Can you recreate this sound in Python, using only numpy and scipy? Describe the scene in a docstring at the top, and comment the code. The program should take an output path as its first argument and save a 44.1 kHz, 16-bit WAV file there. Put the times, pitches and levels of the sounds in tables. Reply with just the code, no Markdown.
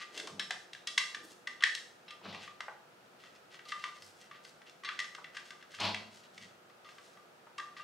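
"""The end of a stiff cable, pushed by hand through a plastic conduit, taps a steel wall box in a bare room.
Each tap is a short burst of noise that rings the modes of the box and adds a bare tick.
The sheath rasps in swells of tiny slips; the conduit slaps in dull bursts and drags in gritty noise.
Floor boards give low thuds from a tone and a noise band; fading noise makes the echoes of the room.
Behind it lies a quiet household hush of shaped noise, with a faint hum of two sine tones."""
import sys
import numpy as np
from scipy import signal
from scipy.fft import rfft, irfft
from scipy.io import wavfile
from scipy.ndimage import uniform_filter1d

SR = 44100
rng = np.random.default_rng(int(sys.argv[2]) if len(sys.argv) > 2 else 0)


def put_to_file(sound):
    """Save the sound as 16-bit audio at rate SR, in the file named by the first command-line argument."""
    columns = np.atleast_2d(sound).T  # one column per channel
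    safe = np.clip(columns, -1, 1)
    whole_steps = np.round(safe * 32767)
    wavfile.write(sys.argv[1], SR, whole_steps.astype(np.int16))


N = 345303  # length of the scene in samples

# Still house, shape of the noise: [f/Hz, relative level per Hz/dB]
HUSH_COLOUR = [(18, -81), (30, -36), (156, -7.5), (325, -11), (352, -8.5), (457, -7.5), (677, -7),
               (1140, -14), (1240, -8.5), (1690, -13.5), (1930, -17.5), (2510, -18), (15700, -37)]
# How much stronger the side part of that noise is than the middle: [f/Hz, side minus mid/dB]
HUSH_SIDE = [(60, -16), (250, -6.5), (1000, 0), (4000, 0), (14000, -4)]
# Thin hum tones: [f/Hz, rms level/dB]
HUM_TONES = [(360, -75.5), (490, -78)]
# Weight shifting on the floor boards: [t of the peak/s, lower mode level/dB, upper mode level/dB]
BOARD_SHIFTS = [(.336, -65, -52), (2.29, -57, -51), (4.04, -68, -80), (5.85, -45.5, -52),
                (6.42, -68.5, -62)]
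# Lower, then upper mode of the floor: [f/Hz, waver scale (lower) or width at half gain (upper)/Hz]
BOARD_MODES = [(101, 3.9), (190, 63)]
# Time the echoes take to fall by 60 dB: [f/Hz, t60/s]
ROOM_T60 = [(100, 1), (1000, 0.4), (4000, 0.36), (12000, 0.6)]
# Conduit dragged on the wall: [start t/s, rms level while held/dB, hold/s]
DRAGS = [(2.225, -51, 0.12), (5.79, -33, 0.042)]
# Shape of the dragging noise: [f/Hz, relative level per Hz/dB]
DRAG_COLOUR = [(120, -57), (200, 0.5), (239, -10.5), (407, -8.5), (453, -13.5), (745, 0), (1040, -2.5),
               (1180, -7), (1850, -10), (2450, -3), (4330, -4.5), (8210, -33), (14000, -47)]
# Knocks on the plastic conduit: [t/s, peak level/dB, colour f/Hz]
KNOCKS = [(0.273, -36, 1150), (0.505, -35, 860), (2.214, -50, 905), (2.254, -40, 900), (2.345, -46, 675),
          (2.604, -37.5, 1050), (2.681, -31, 1030), (3.898, -52, 1070), (5.181, -38, 920),
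          (5.785, -37.5, 1600), (5.798, -45, 684), (5.82, -37, 796), (7.468, -45.5, 1050)]
# Rubs of sheath, hands and sleeves: [start t/s, length/s, rms level before the swell/dB, colour f/Hz]
RUBS = [(-.08, 0.15, -41.5, 2720), (.01, 0.52, -57.5, 426), (0.098, 0.18, -50.5, 3370),
        (1.136, 0.26, -62.5, 318), (1.222, 0.072, -62.5, 6160), (1.273, 0.094, -61, 4540),
        (2.056, 0.069, -70, 2940), (2.206, .17, -58.5, 310), (2.383, 0.14, -55, 3060),
        (3.035, .05, -71, 2900), (3.17, 0.17, -62, 3040), (3.341, 0.041, -62, 3080),
        (3.497, 0.097, -57.5, 3020), (3.651, .14, -51.5, 3360), (3.78, 0.13, -49.5, 3140),
        (3.94, 0.071, -58.5, 3500), (3.994, 0.15, -62, 4950), (4.14, 0.15, -63.5, 4120),
        (4.194, .09, -69.5, 2420), (4.308, 0.095, -58, 2330), (4.415, 0.11, -61, 4130),
        (4.656, 0.046, -57, 2800), (4.868, 0.16, -57, 2940), (5.327, 0.094, -53.5, 3280),
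        (5.432, 0.1, -59, 3660), (5.6, 0.026, -59, 2520), (5.7, 0.13, -54.5, 3500),
        (6.098, 0.13, -58.5, 3860), (6.228, 0.049, -59, 3080), (6.325, 0.068, -64.5, 4000),
        (6.399, 0.083, -54.5, 3240), (6.845, 0.097, -60, 3220), (6.895, 0.36, -66.5, 4170),
        (7.749, 0.1, -55, 2920)]
# Modes of the steel box, back plate first: [f/Hz, relative level/dB, t60/s]
BOX_MODES = [(1200, 0, .2), (1245, -6, .1), (1595, 0, .09), (1750, -5, .06), (1935, 3, .11), (2068, 2, .1),
             (2230, -4, .08), (2450, -9, .05), (2745, -1, .13), (2980, -7, .07), (3150, -5, .08),
             (3270, -6, .08), (3400, -5, .08), (3530, -4, .08), (3950, -5, .08), (4440, -6, .08),
             (5200, -9, .06), (5500, -9, .06), (6290, -11, .06)]
# Cable end on the box:
# [t/s, peak level/dB, colour f/Hz, back plate share/dB, edge treble/dB, bare tick against ring/dB]
TAPS = [(0.007, -40.5, 1170, 22, 5, -4), (0.1764, -30.5, 1580, 13, 15, 21), (0.1982, -29, 1600, -7, 7, 23),
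        (0.2715, -35, 1100, 26, 8, 13), (0.3946, -21.5, 3600, -1.5, 5, 7), (0.507, -21, 1700, -15, 0.5, 32),
        (0.732, -34, 3700, 10, -7, 26), (0.7486, -37, 1700, 14, -7, 23), (0.8713, -24.5, 2270, 21, 30, 8.5),
        (0.9771, -11, 2030, 3, 7.5, 10), (1.1457, -26.5, 1670, 11, -2.5, 10),
        (1.472, -26, 1900, 16, -4, 12), (1.6059, -35, 3430, 14, -15, 2), (1.6228, -25, 1200, -17, -4, 6),
        (1.637, -7, 1776, 0, -8.5, 31), (1.7489, -23.5, 4100, -13, 10, 14),
        (2.0794, -39.5, 3310, 2, 10, -5), (2.1059, -37, 3280, 16.5, -4, 5),
        (2.326, -37.5, 3470, -16, -25, 6), (2.346, -30.5, 2480, 22, -23, 14.5),
        (2.4767, -37.5, 1240, 27, -20, 6.5), (2.605, -26.5, 1280, 17, -7, 25),
        (3.2368, -42, 1300, 7, -9, 23), (3.543, -42, 1220, 6, -6, 15), (3.5915, -41.5, 1630, -3, -14, 12.5),
        (3.6527, -44.5, 4330, 25, -8, 5), (3.7192, -23.5, 1750, 34, -12, 5.5),
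        (3.8393, -24, 1090, 44, -14.5, 12.5), (4.0212, -38.5, 5000, -14, -12, 13),
        (4.312, -38, 1270, 21, -15, 6), (4.4488, -39.5, 4730, -7, -30, 9),
        (4.6171, -46.5, 1290, 12, -11, 25), (4.6954, -42.5, 2360, -6, 16, 28),
        (4.8346, -35, 1260, 35, -8, 6), (4.846, -31.5, 1200, -11, 14, 0), (4.8725, -35, 1850, 17, -18, -17),
        (4.8888, -24.5, 1300, 15, -23, 26), (4.92, -38, 1620, 19, -10, 13),
        (4.9903, -24.5, 1870, -1, 1, 16), (5, -25, 1940, 17.5, 2, 14), (5.043, -35.5, 1900, -1, -4, 21),
        (5.0933, -49, 1940, -7, 0, 21), (5.1487, -34, 1250, 14, -1.5, 16),
        (5.243, -35.5, 1810, 26, -22, 30), (5.3464, -41.5, 1590, -7, -3, 2),
        (5.3684, -31.5, 1660, 17, -6, 10.5), (5.5054, -32.5, 1570, 21, -0.5, 14.5),
        (5.6257, -41.5, 1650, 3, -3, 16), (5.7399, -38.5, 1610, -4, -13, 10),
        (5.7472, -39, 2340, 1.5, 12, 24), (5.802, -29, 3470, -3, 13, 21),
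        (5.9447, -24.5, 2400, 17, -15, 21.5), (6.378, -38.5, 2280, 26, 0, 17),
        (6.6975, -51.5, 1220, 27, -5, 3), (6.8443, -46.5, 1160, 24, 16.5, -7),
        (6.8886, -41.5, 1160, 7, -13, 16), (6.982, -43.5, 1220, 17, -10, 10.5),
        (7.171, -48.5, 1180, 27, -11, 8), (7.5803, -32, 1197, 30, -2, 2.5),
        (7.597, -32.5, 1750, 27, -11, 3.5), (7.766, -38, 1630, 24, -19, 6.5),
        (7.7943, -40, 1190, 19, -18, -11)]

HUSH_DB = -60  # rms level of the noise
BOARD_RISE_DB_S, BOARD_FADE_DB_S = 340, 100  # dB per second
ROOM_DB, ROOM_SIDE_DB = -4.5, -6  # echoes; their side part against the middle
LEFT_DB = 1.5  # how much louder the direct sound is on the left
DRAG_ATTACK_S, DRAG_FADE_DB_S = 0.024, 192
RUB_OCTAVES = 0.75  # spread of a rub about its colour
KNOCK_MS, TAP_MS, BUZZ_MS = 7, 6.2, 14.3  # decay times of contact; each tap rescales TAP_MS
CRISP = 0.24  # dB of contact time lost per dB of bare tick
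SCATTER_DB = 4  # how much a mode's share varies from blow to blow
LEAD = 256  # samples of silence before a blow
TOP_HZ = 15750


def undb(db):
    """Turn decibels into a plain multiplier."""
    return 10 ** (np.asarray(db) / 20)


def level(x, db=0):
    """Scale a sound to an rms level in dB."""
    return x * undb(db) / np.sqrt(np.mean(x ** 2))


def along(hz, points):
    """Read values between (Hz, value) points on a log-frequency axis."""
    f, values = np.transpose(points)
    return np.interp(np.log(np.maximum(hz, 1)), np.log(f), values)


def colour(x, gain):
    """Filter by a gain that is a function of frequency."""
    size = x.shape[-1]
    return irfft(rfft(x) * gain(np.fft.rfftfreq(size, 1 / SR)), size)


def hump(hz, centre_hz, octaves):
    """Bell-shaped gain on a log-frequency axis."""
    distance = np.log2(np.maximum(hz, 1) / centre_hz) / octaves
    return np.exp(-.5 * distance ** 2)


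def even(x):
    """Give a burst the same energy in every several hundred hertz."""
    spectrum = rfft(x)
    power = uniform_filter1d(np.abs(spectrum) ** 2, size=len(x) // 60)
    return irfft(spectrum / np.sqrt(power), len(x))


def walk(rate):
    """Slow random waver: levels held for 1 / rate seconds, then smoothed twice."""
    k = int(SR / rate)
    steps = np.repeat(rng.standard_normal(N // k + 1), k)
    return uniform_filter1d(uniform_filter1d(steps, k), k)[:N]


def grit(rate, spread_db):
    """Dense slips of uneven size, about rate of them per second."""
    happens = rng.random(N) < rate / SR
    size_db = spread_db * np.minimum(rng.exponential(size=N), 2.5)
    return happens * rng.standard_normal(N) * undb(size_db)


def chatter(ms, size):
    """The few milliseconds of rattling contact in one blow: noise that rises, then dies away."""
    ms = max(ms, .1)
    t_ms = np.maximum(np.arange(size) - LEAD, 0) / SR * 1000
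    return rng.standard_normal(size) * np.exp(-t_ms / ms) * np.minimum(t_ms / (0.44 * ms), 1)


def add(out, s, x, db):
    """Place a blow with the given peak; it starts within a millisecond and ends in silence."""
    i, k = int(s * SR) - LEAD, np.arange(len(x))
    fade_in = np.clip(1 + (k - LEAD) / 44, 0, 1)
    fade_out = np.clip(4 - 4 * k / len(x), 0, 1) ** 2  # over the last quarter
    x = (x * fade_in * fade_out)[:N - i]
    out[i:i + len(x)] += x * undb(db) / np.max(np.abs(x))


def hush():
    """The still house: broad noise that breathes a little, and thin hum lines."""
    mid = colour(rng.standard_normal(N), lambda f: undb(along(f, HUSH_COLOUR)))
    side = colour(rng.standard_normal(N), lambda f: undb(along(f, HUSH_COLOUR) + along(f, HUSH_SIDE)))
    stereo = mid + side * np.array([[1], [-1]])
    noise = level(stereo, HUSH_DB) * undb(0.19 * walk(2.72))
    t = np.arange(N) / SR
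    hum = sum(np.sqrt(2) * undb(db) * np.sin(2 * np.pi * hz * t) for hz, db in HUM_TONES)
    return noise + hum


def room(x):
    """Diffuse echoes, bass lasting longest; their mid and side parts are unrelated."""
    t = np.arange(SR // 2) / SR
    tail = np.zeros((2, len(t)))
    for hz in 100 * 2 ** np.arange(8):  # one band per octave
        band = colour(rng.standard_normal(tail.shape), lambda f: hump(f, hz, 1.0))
        tail += band * np.exp(-np.log(1000) * t / along(hz, ROOM_T60))
    tail *= np.clip(t / 0.0091 - .3, 0, 1)  # the first walls are a metre or two away
    tail /= np.sqrt(np.sum(tail[0] ** 2))
    mid, side = signal.fftconvolve(x[None], tail)[:, :N] * undb(ROOM_DB)
    return mid + undb(ROOM_SIDE_DB) * side * np.array([[1], [-1]])


def boards():
    """Two low modes of the floor: the lower a wavering tone, the upper broad and pushed unevenly."""
    (low_hz, waver_hz), (upper_hz, width_hz) = BOARD_MODES
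    phase = 2 * np.pi * np.cumsum(low_hz + waver_hz * walk(20)) / SR
    low = np.sqrt(2) * np.sin(phase) * undb(1.1 * walk(23))
    noise = rng.standard_normal(N)
    upper = level(colour(noise, lambda f: 1 / (1 + ((f - upper_hz) * 2 / width_hz) ** 2)))
    t = np.arange(N) / SR
    out = np.zeros(N)
    for s, low_db, upper_db in BOARD_SHIFTS:
        drop_db = np.maximum(BOARD_RISE_DB_S * (s - t), BOARD_FADE_DB_S * (t - s))
        out += undb(-drop_db) * (undb(low_db) * low + undb(upper_db) * upper)
    return out


def drag():
    """The ribbed tube scraping over broken plaster: it bites, holds, then slides free."""
    slips = grit(7000, 2.2) * undb(1.3 * walk(90))
    slips = level(colour(slips, lambda f: undb(along(f, DRAG_COLOUR))))
    t = np.arange(N) / SR
    grip = np.zeros(N)
    for s, db, hold in DRAGS:
        bite = np.clip((t - s) / DRAG_ATTACK_S, 0, 1)
        since_hold = np.maximum(t - s - DRAG_ATTACK_S - hold, 0)
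        grip += bite * undb(db - DRAG_FADE_DB_S * since_hold)
    return slips * grip


def knocks():
    """Plastic is dead: a short dull burst without lasting modes."""
    out = np.zeros(N)
    for s, db, centre_hz in KNOCKS:
        burst = colour(chatter(KNOCK_MS, size=4096), lambda f: hump(f, centre_hz, 0.66))
        add(out, s, burst, db)
    return out


def box_rings():
    """The free ring of each mode of the box: a sine that dies away."""
    hz, db, t60 = np.transpose(BOX_MODES)[:, :, None]
    t = np.arange(SR // 3) / SR
    return undb(db) * np.sin(2 * np.pi * hz * t) * np.exp(-np.log(1000) * t / t60)


def thin(f):
    """The small box radiates very little below its lowest mode and little in the top octave."""
    return 1 / (1 + (1000 / np.maximum(f, 1)) ** 10) / (1 + (f / 11000) ** 6)


def held(f):
    """Response of the box while the cable still damps it: the same modes, much wider."""
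    power = undb(-26)
    for hz, db, _ in BOX_MODES:
        power = power + undb(2 * db) / (1 + ((f - hz) / (.015 * hz)) ** 2)
    return np.sqrt(power)


def rasp(rings):
    """Each rub is a swell of slips, heard bare and through the box."""
    slips = grit(2500, 3.0) * undb(4.0 * walk(60))
    through_box = signal.fftconvolve(slips, rings.sum(axis=0))[:N]
    slips = level(slips) + level(through_box, -8)
    out = np.zeros(N)
    for s, length, db, centre_hz in RUBS:
        i, j = int(max(s, 0) * SR), min(int((s + length) * SR), N)
        progress = np.clip((np.arange(i, j) / SR - s) / length, 0, 1)
        swell = np.sin(np.pi * progress ** .75) ** 1.5  # quicker to start than to fade
        rub = colour(slips[i:j], lambda f: hump(f, centre_hz, RUB_OCTAVES))
        out[i:j] += level(rub, db) * swell
    return out


def taps(rings):
    """Each blow lands somewhere else, so it shares its energy differently among the modes."""
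    out, hz, size = np.zeros(N), np.array(BOX_MODES)[:, 0], rings.shape[1]
    flutter = walk(70)
    damped = held(np.fft.rfftfreq(size, 1 / SR))
    for s, db, centre_hz, plate_db, edge_db, tick_db in TAPS:
        def reach(f):
            """How strongly this blow drives each frequency: its colour, a middle hump, edge treble."""
            middle = undb(-12.5) * hump(f, 2390, 0.53)
            edge = undb(edge_db) * hump(f, 4930, 0.73)
            return hump(f, centre_hz, 1.0) + middle + edge

        share = reach(hz) * undb(SCATTER_DB * rng.standard_normal(len(hz)))
        share += undb(6) * hump(hz, centre_hz, 0.02)  # favours a mode right at the colour
        share[0] = undb(plate_db)

        # the loose box buzzes on its screws: this roughens the modes and leaves a wash
        blow = chatter(TAP_MS * undb(-CRISP * tick_db), size)
        buzz = chatter(BUZZ_MS, size)
        push = blow + undb(-14.0) * buzz

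        # even out the shares against the uneven spectrum of the chatter
        bins = np.rint(hz * 1024 / SR).astype(int)
        share /= np.abs(rfft(push[:1024]))[bins] + 1
        ring = signal.fftconvolve(push, share @ rings)[:size]
        start = int(s * SR) % (N - size)
        ring *= undb(3.5 * flutter[start:][:size])  # the cable keeps brushing the ringing metal

        contact = even(blow + undb(-18.5) * buzz)
        tick = colour(contact, lambda f: damped * (reach(f) + undb(6.0) * hump(f, centre_hz, 0.098)))
        both = ring / np.max(np.abs(ring)) + undb(tick_db) * tick / np.max(np.abs(tick))
        add(out, s, colour(both, thin), db)
    return out


def scene():
    """Cable work, direct and echoed, over the boards and the hush."""
    rings = box_rings()
    work = taps(rings) + knocks() + rasp(rings) + drag()
    direct = work * undb([[LEFT_DB / 2], [-LEFT_DB / 2]])
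    return direct + room(work) + boards() + hush()


def record(dry):
    """Weaken the bass below 70 Hz and cut the treble sharply above TOP_HZ."""
    low_cut = signal.butter(2, 70, "high", fs=SR, output="sos")
    high_cut = signal.ellip(10, .2, 60, TOP_HZ, fs=SR, output="sos")
    return signal.sosfilt(high_cut, signal.sosfilt(low_cut, dry))


dry = scene()
out = record(dry)
put_to_file(out)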